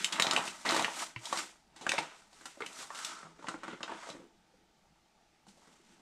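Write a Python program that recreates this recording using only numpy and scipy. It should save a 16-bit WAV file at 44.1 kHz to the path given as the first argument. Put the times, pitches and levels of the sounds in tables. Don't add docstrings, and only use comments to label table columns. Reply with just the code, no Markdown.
import sys
import numpy as np
from scipy import signal
from scipy.io import wavfile
from scipy.ndimage import uniform_filter1d

SR = 44100
rng = np.random.default_rng(int(sys.argv[2]) if len(sys.argv) > 2 else 0)


def transcribe(signal):
    frames = np.atleast_2d(signal).T
    limited = np.clip(frames, -1, 1)
    pcm = np.round(limited * 32767).astype(np.int16)
    wavfile.write(sys.argv[1], SR, pcm)


N = 265041

# start in seconds, strength in dB,
# facet pitch in Hz, weights of the crack and of the bag's air in dB, shudder decay (t60) in seconds.
SNAPS_AND_TICKS = [(0.0445, -15, 3000, 6.5, -22, 0.012), (0.1234, -27, 3270, 1, -26, 0.063),
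                   (0.1583, -27.5, 2280, -9, -32, 0.032), (0.198, -8, 1810, -4.5, -13, 0.016),
                   (0.2227, -4, 3470.0, -8.5, -50, 0.01), (0.2456, -25.5, 770, -27, -18, 0.072),
                   (0.268, -14, 3580, -18, -8.5, 0.017), (0.311, -6.5, 3920, -11, -27, 0.0095),
                   (0.3333, -16, 1290, -4, -14, 0.017), (0.3634, -8.5, 2570, -11, -38, 0.017),
                   (0.375, -16, 904, -10, -27, 0.029), (0.391, -20, 920, -15, -4, 0.014),
                   (0.4775, -24, 2600, -9, -8, 0.019), (0.6505, -28.5, 940, -12, -31, 0.15),
                   (0.6618, -26, 1940, -12, -25, 0.082), (0.69, -17, 3900, -20, -34, 0.025),
                   (0.6964, -18.5, 1220, -11, -24, 0.029), (0.703, -17.5, 1320, -9, -30, 0.012),
                   (0.7082, -16, 1130, 2.5, -24.5, 0.0093), (0.7202, -14, 1070, -7, -5, 0.011),
                   (0.7235, -19, 1200, -3, -1, 0.017), (0.7452, -17, 890, -6, -27, 0.022),
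                   (0.7633, -16.5, 1080, -6, -16, 0.033), (0.7685, -25, 800, 0, -26, 0.013),
                   (0.7946, -11, 910, -6, -10, 0.0087), (0.815, -35, 1360, -11, -18, 0.022),
                   (0.8242, -15, 1000, -1.5, -11, 0.0067), (0.8457, -10, 2330, -19, -13.5, 0.013),
                   (0.8627, -26, 1360, -14.0, -36, 0.012), (0.8807, -20.5, 900, -43, -31, 0.02),
                   (1.1618, -22.5, 2380, -28, -13, 0.014), (1.2543, -39, 4400, 9.5, -30, 0.039),
                   (1.3265, -18.5, 1030, -9, -18, 0.045), (1.372, -32, 1300, 5.5, -7, 0.045),
                   (1.3864, -32.5, 1310, 0.5, -39, 0.082), (1.7615, -48, 865, 1.5, -11, 0.059),
                   (1.8104, -45, 805, 0, -3.5, 0.22), (1.8659, -16, 1480, -16, -13, 0.024),
                   (1.892, -16, 2680, 0.5, -10.5, 0.019), (1.9184, -11.5, 2030, -6, -19, 0.013),
                   (1.9356, -26, 680, -10, -37, 0.052), (1.9807, -17.5, 2300, -19.5, -12, 0.032),
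                   (1.9864, -18.5, 824, -7.5, -16, 0.028), (2.22, -49, 1310, -5, -12, 0.023),
                   (2.3292, -50.5, 750, 1.5, -24.0, 0.034), (2.4109, -43, 1330, -4, -3, 0.02),
                   (2.4557, -36, 1240, 1.5, -12, 0.054), (2.5725, -42.5, 590, -19, -10, 0.042),
                   (2.605, -30, 1370, -15, -16, 0.058), (2.621, -21.5, 2200, -26, -18, 0.014),
                   (2.6623, -32, 2520, 0.5, -12, 0.028), (2.786, -47, 1920, 4.5, -5.5, 0.27),
                   (2.8293, -34.5, 1310, -5, -29, 0.022), (2.904, -27, 1120, -31, -24, 0.024),
                   (2.9468, -42, 1260, 1.5, -36, 0.13), (2.988, -38, 1430, 0.5, -32, 0.074),
                   (3.0471, -26.5, 6150, 1, -26, 0.03), (3.2293, -38.5, 1150, -28, -10.5, 0.035),
                   (3.391, -48.5, 1380, -9, 1, 0.071), (3.425, -40.5, 1190, -9.5, -19.0, 0.038),
                   (3.442, -35, 980, -21, -5, 0.05), (3.4696, -32.5, 1810, -14, -31, 0.03),
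                   (3.4843, -23.5, 1200, -6, -8, 0.035), (3.5416, -31.5, 1230, -31, -4.5, 0.039),
                   (3.6332, -31.5, 1290, -11, -14, 0.064), (3.6797, -31.5, 1300, -11.5, -4, 0.042),
                   (3.7304, -38.5, 1300, -22.5, 3.5, 0.051), (3.834, -33.5, 1040, -16, -12, 0.057),
                   (3.806, -35, 1100, -13, -2, 0.033), (3.8306, -22.5, 3100, -11, -18, 0.018),
                   (3.8788, -32, 1380.0, -13, -19, 0.034), (3.8938, -32.5, 960, -18, -21, 0.068),
                   (3.918, -30.5, 875, -21, -10, 0.05), (4.0702, -42.5, 590, -4, -25, 0.08),
                   (4.0885, -35.5, 600, -6.5, -31, 0.054), (4.101, -30.5, 3750, -3, -1.5, 0.015),
                   (4.148, -45, 606, -23, 5, 0.037), (4.199, -52.5, 318, -30, 4.5, 0.046),
                   (5.4672, -49.5, 840.0, -8, -10, 0.043), (5.4835, -58, 710.0, 7, -34, 0.043),
                   (5.5722, -57.5, 600.0, -3, -16.0, 0.082), (5.672, -54.5, 1100, -8, 1, 0.066)]
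# multiple of the facet's pitch, bandwidth as a share of that pitch, gain in dB.
FACET_MODES = [(.55, 0.45, -4.5), (1.01, 0.37, 5), (1.7, 0.84, -8.5)]
def snaps_and_ticks():
    out, t = np.zeros(N), np.arange(4096) / SR
    crack_response = passed(paper_response(), 3400, "high", order=2)
    air_focus_hz, _ = timbre_drift()
    for start, db, hz, crack_db, air_db, t60 in SNAPS_AND_TICKS:
        facet_noise, crack_noise, air_noise = rng.standard_normal((3, len(t)))
        shudder = gain_of(-60 * t / np.clip(t60, .008, .3)) * (1 - np.exp(-t / 0.00064))
        jolt = 1.6 * np.exp(-t * hz * 6.9) + facet_noise * shudder
        facet = modes(jolt, [(ratio, share * hz, level) for ratio, share, level in FACET_MODES], hz)
        crack = signal.fftconvolve(crack_noise * shudder, crack_response)[:len(t)]
        air = air_puff(t, air_noise * shudder, air_focus_hz[round(start * SR)])
        snap = evened(facet) + gain_of(crack_db) * evened(crack) + gain_of(air_db + 3.5) * evened(air)
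        shudder_rms = np.sqrt(np.mean(shudder ** 2))
        add(out, start, gain_of(db - 6.0) * shudder_rms * snap)
    return out


# frequency in Hz, spectral density in dB.
PAPER_SPECTRUM = [(880, -29), (1500, 0), (1770, -6), (1910, -2), (2540, -4.5), (2830, -4.5), (3650, -5),
                  (5040, -9.5), (8130, -11), (12900, -31), (15500, -45.5)]
def paper_response(size=2048):
    log_gain = np.log(gain_of(read(PAPER_SPECTRUM, abs(np.fft.fftfreq(size, 1 / SR)))))
    spectrum = np.exp(np.conj(signal.hilbert(log_gain)))
    return np.fft.ifft(spectrum).real[:size // 2]


# frequency in Hz, bandwidth in Hz, gain in dB.
AIR_MODES = [(181, 52, 7), (246.6, 67, -1), (325.7, 56, 5.5), (426, 81, -0.5), (506.6, 22, 2)]
def air_puff(t, shudder, focus_hz):
    push = t / .0004 * np.exp(-t / 0.00045) + .5 * shudder
    air = sum(gain_of(db - 5.0 * np.log2(hz / focus_hz) ** 2) * resonate(push, hz, 1.2 * width)
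              for hz, width, db in AIR_MODES)
    return passed(air * (1 - np.exp(-t / 0.0036)), 650, "low", order=2)


# time in seconds, frequency where the air is driven most in Hz, top-treble gain in dB.
TIMBRE_DRIFT = [(0, 260, -0.5), (.6, 300, -1), (1.0, 301, 1.5), (1.3, 330, -2.5), (1.6, 330, 1),
                (1.9, 400, -9), (2.2, 400, -3), (2.5, 400, 1), (3.0, 320, -1.5), (3.4, 319, -28),
                (3.9, 320, -12), (4.1, 330, -9), (4.3, 330, -4), (6.0, 230, -.5)]
def timbre_drift():
    return curves(TIMBRE_DRIFT)


# frequency in Hz, bandwidth in Hz, gain in dB.
WALL_MODES = [(637, 120, 6.5), (800, 196, -2.5), (945, 190, 4), (1150, 150, -1.5), (1283, 110, 5),
              (1485, 275, -3.5), (1866, 620, -5.5)]
def rustle():
    wall_focus_hz, *gains = stroke_envelopes()
    air_focus_hz, _ = timbre_drift()
    crackle = slips(per_s=250, spread_db=2.0, clump_db=4.0)
    paper = signal.oaconvolve(slips(9000, 1.9, 0.98) + 0.2 * crackle, paper_response())[:N]
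    coarse, fine = passed(paper, 3670, "low"), passed(paper, 4880, "high")
    walls = modes(slips(4000, 1.2, 3.5) + 0.76 * crackle, WALL_MODES,
                  focus_hz=wall_focus_hz, falloff_db=6.0)
    air = modes(slips(490, 0.85, 1.4), AIR_MODES, focus_hz=air_focus_hz, falloff_db=6.5)
    layers = coarse, fine, walls, air
    return gain_of(-3.5) * sum(gain * evened(layer) for layer, gain in zip(layers, gains))


def slips(per_s, spread_db, clump_db):
    size = gain_of(spread_db * np.minimum(rng.exponential(1, N), 4)) * rng.choice([-1., 1.], N)
    clumps = evened(uniform_filter1d(uniform_filter1d(rng.standard_normal(N), size=300), size=300))
    return evened(size * (rng.random(N) < per_s / SR) * gain_of(clump_db * clumps))


# peak time, swell and hold in seconds, fade in dB per second,
# rustle level in dB, hiss and walls in dB above the rustle, wall focus in Hz, air in dB above the rustle.
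RUB_STROKES = [(0.0, .01, .03, 153, -42.5, -2, -6, 1380, -9),
               (0.13, 0.041, .05, 59.5, -45.5, -5.5, 6, 1380, -3),
               (0.32, .3, .05, 107.5, -40.5, -6.5, 6.5, 1100, -2),
               (0.455, 0.11, .02, 164.5, -44.5, 1.5, -9, 900, -31),
               (0.56, 0.033, .08, 100, -63, 8.5, 2.5, 1100, -25),
               (0.657, 0.011, .02, 70, -35, -8, -2, 850, -3.5),
               (0.75, 0.12, .06, 130, -37.5, -4.5, -0.5, 879, -6.5),
               (0.99, .15, .04, 235, -44.5, 4, 2.5, 1156, -10.5),
               (1.25, .06, .04, 101.5, -56, 7.5, 5, 1074, -20),
               (1.38, 0.17, .01, 166, -42, 1.5, -1.5, 1351, -6.5),
               (1.765, 0.0084, .08, 103, -64, 2, -8, 765, -1),
               (1.95, .15, .03, 105.5, -42.5, -6.5, 0.5, 1000, -6.5),
               (2.157, .1, .04, 130, -66.5, 4.5, -2, 1512, -18),
               (2.37, 0.11, .05, 62.5, -64, 3.5, 1, 1445, -3),
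               (2.5, 0.088, .01, 141.5, -60, 0, -7.5, 1380, -20),
               (2.636, 0.065, .02, 82, -53.5, -16, 2, 1080, -3.5),
               (2.78, 0.22, .05, 150.5, -55.5, 7, 3, 1250, -13),
               (2.975, 0.11, .14, 109, -50, 3, 0, 1300, -10.5),
               (3.24, 0.28, .02, 154, -70.5, 1, 16.5, 1140, 13.5),
               (3.49, 0.16, .04, 140.5, -57, -1, 2.5, 1000, 5),
               (3.69, 0.14, .04, 248.5, -51.5, -10.5, 0.5, 1320, 6),
               (3.91, .08, .03, 153, -51, -24, 1, 980, 0), (4.06, 0.45, .03, 124, -54.5, 0, 6.5, 1200, -9),
               (4.15, .07, .05, 148.5, -73.5, -22, -2, 855, 21.5),
               (4.55, .15, .02, 65.5, -87.5, -3, -7, 757, 18.5),
               (5.49, .035, .01, 147.5, -70, 6.5, -6, 760, 0),
               (5.62, 0.15, .12, 91.5, -71, 2.5, 2.5, 1004, 5),
               (5.91, 0.26, .03, 118, -68.5, 0, -5.5, 1090, 5), (6.0, .06, .02, 100, -73, -4, 5.5, 750, 12)]
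SWELL_DB = 21
TRICKLE_DB, TRICKLE_HZ = (-83.5, -83, -79, -78), 800
def stroke_envelopes():
    t = np.arange(0, N + 64, 64) / SR
    peak, swell, hold, fade, db, hiss_db, walls_db, hz, air_db = np.transpose(RUB_STROKES)[:, :, None]
    rise_db = SWELL_DB * np.maximum(peak - t, 0) / swell
    fall_db = fade * np.maximum(t - peak - hold, 0)
    powers = [gain_of(db - rise_db - fall_db + above) ** 2 for above in (0, hiss_db, walls_db, air_db)]
    trickle = gain_of(TRICKLE_DB) ** 2
    wall_power, wall_floor = powers[2], trickle[2]
    focus_hz = ((wall_power * hz).sum(0) + wall_floor * TRICKLE_HZ) / (wall_power.sum(0) + wall_floor)
    gains = [np.sqrt(power.sum(0) + floor) for power, floor in zip(powers, trickle)]
    return [np.interp(np.arange(N) / SR, t, curve) for curve in [focus_hz, *gains]]


# time in seconds, level of the sliding flour in dB.
FLOUR_FLOW = [(2.88, -90), (2.92, -55), (2.99, -51.5), (3.06, -56), (3.15, -49.5), (3.22, -61.5),
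              (3.3, -65), (3.34, -95)]
# frequency in Hz, bandwidth in Hz, gain in dB.
CHUTE_MODES = [(1050, 120, -6), (1260, 140, -1.5), (1360, 80, -0.5), (1530, 140, -5.5)]
def flour_slide():
    flow_db, = curves(FLOUR_FLOW)
    return gain_of(flow_db) * evened(modes(slips(5500, 1.2, 1.1), CHUTE_MODES))


# start in seconds, level in dB, pitch in Hz, decay time (t60) in seconds.
THUD_MODES = [(1.161, -33, 1000, 0.03), (1.163, -40.5, 118, 0.16), (1.991, -46.5, 156.4, 0.21),
              (2.606, -31.5, 426, 0.036), (2.621, -31.5, 445, 0.049), (3.246, -54, 164.3, 0.5),
              (3.545, -34.5, 308, 0.047), (3.689, -39, 322, 0.09), (4.149, -47, 322, 0.065),
              (4.536, -57, 507, 0.098), (5.478, -53, 200, 0.17), (5.8, -53, 350, 0.036),
              (5.893, -58, 200, .06)]
def thuds():
    out, t = np.zeros(N), np.arange(SR // 4) / SR
    soft_onset = 1 - np.exp(-t / 0.0018)
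    for start, db, hz, t60 in THUD_MODES:
        add(out, start, gain_of(db - 60 * t / t60) * soft_onset * np.sin(2 * np.pi * hz * t))
    return out


# frequency in Hz, reverberation time (t60) in seconds.
KITCHEN_DECAY = [(150, 0.13), (500, 0.23), (1500, 0.15), (4000, 0.15), (10000, 0.19)]
def kitchen_reverb(x, gap_s=0.0033):
    echoes = np.zeros(SR // 2)
    slots = np.arange(round(gap_s * SR), len(echoes) - 16, 16)
    echoes[slots + rng.integers(0, 16, len(slots))] = rng.choice([-1., 1.], len(slots))
    hz, t, spectra = signal.stft(echoes, SR, nperseg=128)
    decay = gain_of(-60 * t / read(KITCHEN_DECAY, hz)[:, None])
    tail = signal.istft(spectra * decay, SR, nperseg=128)[1]
    tail[:slots[0]] = 0
    return signal.fftconvolve(x, tail / np.linalg.norm(tail))[:N]


# frequency in Hz, relative spectral density in dB.
HUM_SPECTRUM = [(12, -29), (20, -2.5), (45, -2.5), (103, -32), (170, -1), (259, -11.5), (281, -11.5),
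                (315, -15), (505, -15.5), (881, -5), (1040, -27), (1160, -14.5), (1670, -18), (5840, -21.5),
                (15500, -41.5)]
def room_hum(level_db=-70):
    frames, hz = N // 256 + 5, np.fft.rfftfreq(1024, 1 / SR)
    real, imag, patches = rng.standard_normal((frames, 513, 3)).T
    patches = evened(uniform_filter1d(uniform_filter1d(patches, size=8, axis=0), size=14, axis=1))
    spectra = (real + 1j * imag) * gain_of(read(HUM_SPECTRUM, hz)[:, None] + 1.5 * patches)
    return gain_of(level_db) * evened(signal.istft(spectra, nperseg=1024, noverlap=768)[1][:N])


def modes(x, table, scale=1, focus_hz=None, falloff_db=0):
    out = 0
    for k, (f, width, db) in enumerate(table):
        octaves = 0 if focus_hz is None else np.log2(f / focus_hz)
        ring = resonate(resonate(x, f * scale, width), f * scale, width)
        out = out + (-1) ** k * gain_of(db - falloff_db * octaves ** 2) * ring
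    return out


def resonate(x, hz, width):
    radius = np.exp(-np.pi * width / SR)
    return 2 * signal.lfilter([1 - radius], [1, -radius * np.exp(2j * np.pi * hz / SR)], x).real


def passed(x, hz, kind, order=4):
    return signal.sosfilt(signal.butter(order, hz, kind, fs=SR, output="sos"), x)


def gain_of(db):
    return 10 ** (np.asarray(db) / 20)


def evened(x):
    return x / np.sqrt(np.mean(x ** 2) + 1e-20)


def read(points, hz):
    f, value = np.transpose(points)
    return np.interp(np.log(hz + 1), np.log(f + 1), value)


def curves(table):
    times, *columns = np.transpose(table)
    return [np.interp(np.arange(N) / SR, times, column) for column in columns]


def add(mix, start, sound):
    part = mix[round(start * SR):][:len(sound)]
    part += sound[:len(part)]


def scene():
    snaps, rubbing = snaps_and_ticks(), rustle() + flour_slide()
    bag = snaps + rubbing + kitchen_reverb(gain_of(-3.5) * snaps + gain_of(-14.0) * rubbing)
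    _, treble_db = timbre_drift()
    treble = signal.sosfiltfilt(signal.butter(2, 10500, "high", fs=SR, output="sos"), bag)
    bag = bag + (gain_of(treble_db) - 1) * treble
    radiated = passed(bag, 180, "high", order=2) + gain_of(-20.5) * bag
    mono = radiated + thuds() + room_hum()
    return np.array([mono, mono])


def record(dry):
    top = np.roll(passed(dry[0], 13440, "high", order=8), 40)
    wide = dry + gain_of(-1) * top * np.array([[1], [-1]])
    low_pass = signal.firwin(511, cutoff=15630, window=("kaiser", 9), fs=SR)
    return signal.oaconvolve(wide, low_pass[None], "same")


dry = scene()
out = record(dry)
transcribe(out)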